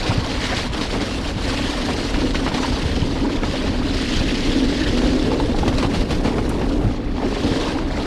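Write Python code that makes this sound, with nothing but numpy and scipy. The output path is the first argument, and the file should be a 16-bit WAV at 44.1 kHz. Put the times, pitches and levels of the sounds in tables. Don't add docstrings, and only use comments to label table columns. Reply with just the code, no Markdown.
import sys
import numpy as np
from scipy import signal
from scipy.fft import rfft, irfft, next_fast_len
from scipy.io import wavfile

SR = 44100
rng = np.random.default_rng(int(sys.argv[2]) if len(sys.argv) > 2 else 0)


def to_wav(sig):
    pcm = np.clip(np.atleast_2d(sig), -1, 1) * 32767
    pcm = np.round(pcm).astype(np.int16)
    wavfile.write(sys.argv[1], SR, pcm.T)


N = 355446

# time in seconds, level in dB.
TYRE_LOAD = [(0, -26), (1.1, -26), (2.0, -23), (3.6, -22.5), (4.75, -19.5), (5.05, -17.5), (5.6, -20.5),
             (6.4, -21.5), (6.9, -21), (7.5, -19), (8.06, -23.5)]
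# time in seconds, spray against leaf crunch in dB.
WETNESS = [(0, -14.5), (1.4, -11.5), (2.7, -13.5), (4.2, -15), (4.9, -15.5), (5.8, -10), (6.9, -10),
           (7.07, -20), (7.26, -13.5), (7.5, -13)]
# frequency in Hz, gain in dB.
LEAF_SPECTRUM = [(400, -27), (1000, -4.5), (1750, 1.5), (2350, 0), (2900, 2.5), (4400, 1), (5200, -3.5),
                 (6200, -10), (8000, -17.5), (14500, -54)]
SPRAY_SPECTRUM = [(1000, -27), (3000, -14), (5000, 1.5), (6500, -2), (10000, -7), (14500, -17)]
CLATTER_SPECTRUM = [(100, -20), (170, 8), (270, 6.5), (950, -4), (1400, -11), (1900, -13.5), (2800, -14),
                    (4500, -33), (14000, -60)]


def gain_of(db):
    return 10 ** (np.asarray(db) / 20)


def unit_rms(x):
    return x / np.sqrt(np.mean(x ** 2) + 1e-20)


def level(rows):
    rows = np.array(rows)
    return gain_of(np.interp(np.arange(N) / SR, rows[:, 0], rows[:, 1]))


def bells_db(rows):
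    t = np.arange(N) / SR
    return sum(db * np.exp(-((t - mid_s) / half_s) ** 2) for mid_s, half_s, db in rows)


def add(mix, start_s, sound):
    part = mix[max(round(start_s * SR), 0):][:len(sound)]
    part += sound[:len(part)]


def colour(x, spectrum):
    hz, db = np.transpose(spectrum)
    size = next_fast_len(N)
    bin_hz = np.fft.rfftfreq(size, 1 / SR)
    response = gain_of(np.interp(np.log(bin_hz + 1), np.log(hz), db))
    return irfft(rfft(x, size) * response, size)[:N]


def noise(spectrum):
    return unit_rms(colour(rng.standard_normal(N), spectrum))


def wander(rate_hz):
    steps = signal.resample(rng.standard_normal(int(rate_hz * N / SR) * 2), N // 64)
    return np.interp(np.arange(N), np.linspace(0, N, len(steps)), unit_rms(steps))


def resonate(x, hz, width_hz):
    return signal.lfilter(*signal.iirpeak(hz, hz / width_hz, fs=SR), x)


def sweep(x, hz, width_hz):
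    carrier = np.exp(2j * np.pi * np.cumsum(hz) / SR)
    pole = np.exp(-np.pi * width_hz / SR)
    return 2 * (carrier * signal.lfilter([1 - pole], [1, -pole], x / carrier)).real


def grains(per_s, lo_hz, hi_hz, cycles, spread_db, glide, pitches):
    out, per_pitch = np.zeros(N), int(per_s * N / SR / pitches)
    for hz in np.geomspace(lo_hz, hi_hz, pitches):
        when, size, sign = rng.random((4096, 3))[:per_pitch].T
        heights = np.sign(sign - .5) * gain_of(spread_db * np.minimum(-np.log(size), 4.5))
        age = np.arange(0, 4, hz / cycles / SR)
        pop = hz * age * np.exp(-2 * age) * np.sin(2 * np.pi * cycles * age * (1 + glide * age))
        at = (when * N).astype(int)[:, None] + np.arange(len(pop))
        out += np.bincount(at.ravel(), np.outer(heights, pop).ravel(), N)[:N]
    return unit_rms(out)


def patchy(x, depth_db, span_hz, span_s):
    hz, t, spectra = signal.stft(x, SR, nperseg=512, noverlap=384)
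    field = rng.standard_normal(spectra.T.shape).T
    for axis, width in enumerate([span_hz / hz[1], span_s / t[1]]):
        blur = np.exp(-(np.arange(-20, 21) / width) ** 2)
        field = signal.fftconvolve(field, np.expand_dims(blur, 1 - axis), "same")
    spectra *= gain_of(depth_db * unit_rms(field))
    return signal.istft(spectra, SR, nperseg=512, noverlap=384)[1][:N]


def grip(share):
    # middle in seconds, half length in seconds, depth in dB at share 1.
    crests = [(.703, 0.023, 8.5), (1.352, 0.035, 5), (2.325, 0.0078, 4), (2.435, 0.013, 3),
              (2.507, 0.018, 4), (3.41, 0.029, 3.5), (4.255, 0.023, 2.5), (4.67, 0.016, 4),
              (6.062, 0.018, 3), (7.06, 0.17, 6), (7.85, 0.09, 5.5)]
    return gain_of(-share * bells_db(crests))


def wind():
    # frequency in Hz, gain in dB.
    spectrum = [(8, -48), (22, 0), (38, 1.5), (65, -3), (120, -9.5), (200, -11), (400, -22), (1500, -41),
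                (8000, -59)]
    # time in seconds, level in dB.
    gusts = [(.25, -29), (.5, -25), (.8, -29.5), (2.3, -26.5), (5.7, -24), (6.8, -24), (6.95, -29.5),
             (7.1, -28)]
    air = noise(spectrum) * gain_of(1.4 * wander(rate_hz=6))
    return gain_of(4) * level(gusts) * unit_rms(air)


def chatter(knocks_per_s=70, fade_s=0.0033, spread_db=4, level_db=-13):
    hits = rng.random(N) < knocks_per_s / SR
    bumps = hits * gain_of(spread_db * np.minimum(rng.exponential(1, N), 3))
    shaking = signal.lfilter([1], [1, -np.exp(-1 / fade_s / SR)], bumps)
    knocks = colour(shaking * rng.standard_normal(N), CLATTER_SPECTRUM)
    return gain_of(level_db) * level(TYRE_LOAD) * unit_rms(knocks)


def side_knob_hum(width_hz=130):
    # time in seconds, level in dB, pitch in Hz.
    bends = [(4.4, -52, 350), (4.65, -36, 367), (5.24, -25, 384), (5.37, -26, 463), (5.58, -26.5, 446),
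             (5.85, -50, 400), (6.4, -27, 414), (7.0, -39, 377), (7.3, -29.5, 416), (7.6, -28, 474),
             (7.95, -46, 445)]
    times_s, _, hz = np.transpose(bends)
    pitch_hz = np.interp(np.arange(N) / SR, times_s, hz)
    band = sweep(rng.standard_normal(N), pitch_hz, width_hz)
    return level(bends) * unit_rms(sweep(band, pitch_hz, width_hz))


def tyre_slips(hz=1820):
    # start in seconds, length in seconds, level in dB, resonance width in Hz.
    slips = [(.37, .27, -30.5, 1300), (4.73, .19, -30.5, 320)]
    out = np.zeros(N)
    for start_s, length_s, db, width_hz in slips:
        swell = np.sin(np.pi * np.clip((np.arange(N) / SR - start_s) / length_s, 0, 1))
        friction = rng.standard_normal(N) * gain_of(3 * wander(rate_hz=40))
        scrape = resonate(resonate(friction, hz, width_hz), hz, width_hz)
        out += gain_of(db) * swell * unit_rms(scrape)
    return out


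def taps(fade_cycles=5.6, click_db=-6, click_s=0.008):
    # start in seconds, level in dB, ring in Hz.
    hits = [(2.581, -19, 1130), (2.629, -15.5, 960), (2.646, -13, 930), (5.3172, -15, 870),
            (5.3992, -13.5, 875), (5.5454, -19, 810), (5.6312, -15, 840), (5.681, -24, 5000),
            (5.783, -19, 4100), (6.4923, -24.5, 8600)]
    t, out = np.arange(SR // 16) / SR, np.zeros(N)
    for start_s, db, hz in hits:
        ring = np.sin(2 * np.pi * hz * t) * np.exp(-hz * t / fade_cycles)
        click = unit_rms(resonate(rng.standard_normal(len(t)), hz, hz)) * np.exp(-t / click_s)
        tap = resonate(ring + gain_of(click_db) * click, hz, hz)
        add(out, start_s, gain_of(db) * tap)
    return out


def chain_slaps(fade_s=0.0068, width_ratio=0.72, top_hz=3600, frame_hz=330, frame_db=-3):
    # start in seconds, level in dB, centre in Hz.
    slaps = [(2.143, -20.5, 1900), (2.219, -20.5, 650), (2.346, -19, 1200), (2.354, -17, 2300),
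             (2.463, -16.5, 950), (2.477, -16, 846), (3.433, -16.5, 850), (5.727, -24, 750),
             (6.382, -16.5, 850), (6.614, -21.5, 700), (7.357, -25, 1500), (7.786, -22.5, 1100)]
    t, out = np.arange(SR // 16) / SR, np.zeros(N)
    knock = gain_of(frame_db) * np.sin(2 * np.pi * frame_hz * t)
    for start_s, db, hz in slaps:
        burst = resonate(rng.standard_normal(len(t)), hz, width_ratio * hz)
        burst = signal.lfilter(*signal.butter(2, top_hz, fs=SR), burst)
        add(out, start_s, gain_of(db) * (unit_rms(burst) + knock) * np.exp(-t / fade_s))
    return out


def jolts(knocks_per_s=1900, rise_s=0.00056, kick_rise_s=0.0013, splash_db=-1):
    # start in seconds, clatter in dB, leaf crunch in dB, fade in seconds.
    bumps = [(.06, -32, -28, 0.028), (.312, -33, -27, 0.0082), (0.81, -29.5, -26, 0.02),
             (0.926, -28, -32.5, 0.03), (1.012, -32, -27, 0.012), (1.885, -24.5, -34, 0.015),
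             (2.54, -29.5, -26, 0.017), (2.961, -28, -25, 0.0041), (5.585, -26, -26, 0.0056),
             (5.677, -19, -24.5, 0.0065), (5.781, -28.5, -34, 0.025), (5.826, -21.5, -29, 0.007),
             (5.847, -19.5, -31, 0.0031), (5.936, -28.5, -29.5, 0.027), (6.105, -24.5, -25, 0.0077),
             (6.247, -25, -30.5, 0.027), (6.612, -26.5, -52, 0.016), (7.221, -31.5, -45, 0.023)]
    t = np.arange(SR // 4) / SR
    shaking, kicking = np.zeros(N), np.zeros(N)
    for start_s, knock_db, leaf_db, fade_s in bumps:
        fade = np.exp(-t / fade_s) * (1 + t / fade_s)
        add(shaking, start_s, gain_of(knock_db) * (1 - np.exp(-t / rise_s)) * fade)
        add(kicking, start_s, gain_of(leaf_db) * (1 - np.exp(-t / kick_rise_s)) * fade)
    impulses = rng.choice([-1, 1], N) * (rng.random(N) < knocks_per_s / SR)
    knocks = colour(impulses + 0.086 * rng.standard_normal(N), CLATTER_SPECTRUM)
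    clatter = gain_of(7.5) * shaking * unit_rms(knocks)
    splash = gain_of(splash_db) * level(WETNESS) * noise(SPRAY_SPECTRUM)
    return clatter + kicking * (noise(LEAF_SPECTRUM) + splash)


def thuds(rise_s=0.00667, low_hz=92, high_hz=160, detune=0.19):
    # start in seconds, level in dB.
    drops = [(0.093, -10), (0.176, -11), (1.361, -17), (2.829, -18), (2.853, -11), (3.02, -11.5),
             (3.699, -17), (4.492, -17), (5.683, -12.5), (5.847, -14.5), (6.26, -16), (6.842, -11),
             (6.862, -14), (7.44, -15), (7.51, -14.5)]
    t, out = np.arange(SR // 8) / SR, np.zeros(N)
    envelope = t / rise_s * np.exp(1 - t / rise_s)
    for start_s, db in drops:
        rad_per_hz = 2 * np.pi * (t - rise_s) * (1 + detune * rng.standard_normal())
        shudder = np.cos(low_hz * rad_per_hz) + 0.47 * np.cos(high_hz * rad_per_hz)
        add(out, start_s, gain_of(db) * shudder * envelope)
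    return out


def mud():
    # frequency in Hz, gain in dB.
    spectrum = [(150, -21), (400, -1), (560, 3), (700, 0), (950, 0), (1400, -7), (2200, -10), (5000, -47),
                (15000, -60)]
    # time in seconds, level in dB.
    sinking = [(0, -26), (1.2, -31.5), (1.6, -27), (2.3, -31), (2.6, -28), (2.95, -33.5), (3.6, -29.5),
               (4.4, -40), (5.8, -32), (6.85, -32), (7.35, -29.5), (8.06, -27.5)]
    pops = grains(per_s=1800, lo_hz=393.8, hi_hz=5195, cycles=5, spread_db=2.5, glide=0.015, pitches=22)
    squelch = colour(pops, spectrum) * gain_of(2 * wander(rate_hz=30))
    return gain_of(-1.5) * level(sinking) * unit_rms(squelch)


def leaves(snap_exponent=0.72):
    # time in seconds, level in dB.
    litter = [(0, -29), (0.2, -32), (0.45, -27), (0.9, -32), (1.22, -32), (1.55, -28.5), (2.2, -31.5),
              (2.65, -28.5), (3.25, -35.5), (3.55, -29.5), (3.82, -35.5), (4.0, -27), (5.08, -29.5),
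              (5.25, -33.5), (6.0, -37.5), (6.85, -40), (7.3, -34.5), (7.55, -30.5), (8.06, -35.5)]
    # middle in seconds, half length in seconds, boost in dB.
    clumps = [(.45, 0.024, 1.5), (.575, 0.029, 2.5), (2.64, 0.018, 2.5), (4.17, 0.028, 2),
              (4.46, 0.026, 0.5), (5.07, 0.027, 0.5), (5.79, 0.059, 3.5), (6.01, .03, 4),
              (6.125, 0.037, 4.5), (6.945, 0.044, 4)]
    clump_gain = gain_of(bells_db(clumps))
    snaps = grains(per_s=7000, lo_hz=895, hi_hz=9000, cycles=2.24, spread_db=3.5, glide=0, pitches=24)
    crackle = clump_gain ** snap_exponent * snaps + gain_of(4) * rng.standard_normal(N)
    crunch = unit_rms(colour(crackle, LEAF_SPECTRUM))
    treble = signal.sosfiltfilt(signal.butter(1, 3500, "high", fs=SR, output="sos"), crunch)
    spray = level(WETNESS) * noise(SPRAY_SPECTRUM)
    ground = grip(share=1) * (crunch - treble) + grip(share=1.65) * (treble + spray)
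    crush = level(litter) * clump_gain * gain_of(1.43 * wander(rate_hz=35))
    return crush * patchy(ground, depth_db=1.62, span_hz=163, span_s=0.012)


def tyres(flex=0.029):
    # frequency in Hz, width in Hz, level in dB, share of a press.
    modes = [(220.5, 44, -6.5, 0.62), (252.7, 33, 3, 0.89), (296.8, 46.7, -1, 0.79), (378.7, 31, -6, 0.88),
             (452, 141, -12, 0.53)]
    # middle in seconds, half length in seconds, boost in dB.
    presses = [(2.24, 0.019, 8.5), (3.24, 0.039, 6.5), (4.6, 0.056, 7.5), (6.3, 0.021, 5.5),
               (6.63, 0.018, 7.5), (7.26, 0.042, 6)]
    knobs_per_s = 268 * np.exp(.16 * wander(rate_hz=20))
    strikes = np.diff(np.floor(np.cumsum(knobs_per_s) / SR), prepend=0)
    drive = strikes * rng.uniform(-0.9, 1, N) * gain_of(wander(rate_hz=15))
    press = gain_of(bells_db(presses))
    stretch = np.exp(flex * wander(rate_hz=5))
    drone = sum((-1) ** k * gain_of(db) * press ** share * sweep(drive, hz * stretch, width_hz)
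                for k, (hz, width_hz, db, share) in enumerate(modes))
    drone = signal.sosfilt(signal.butter(2, [140, 900], "band", fs=SR, output="sos"), drone)
    return gain_of(-1.1) * level(TYRE_LOAD) * unit_rms(drone)


def scene():
    drumming = tyres() + side_knob_hum() + chatter()
    rolling = grip(share=0.71) * drumming + grip(share=1) * mud() + leaves()
    return (wind() + rolling + tyre_slips() + jolts() + chain_slaps() + thuds() + taps())[None]


def record(dry):
    # frequency in Hz, gain in dB.
    response = [(9500, -1), (12000, -6), (14500, -17)]
    ceiling, edge_hz = .7, 15200
    rounded = ceiling * np.tanh(colour(dry[0], response) / ceiling)
    lowpass = signal.firwin(511, edge_hz, window=("kaiser", 9), fs=SR)
    return signal.oaconvolve(rounded, lowpass, "same")[None]


dry = scene()
out = record(dry)
to_wav(out)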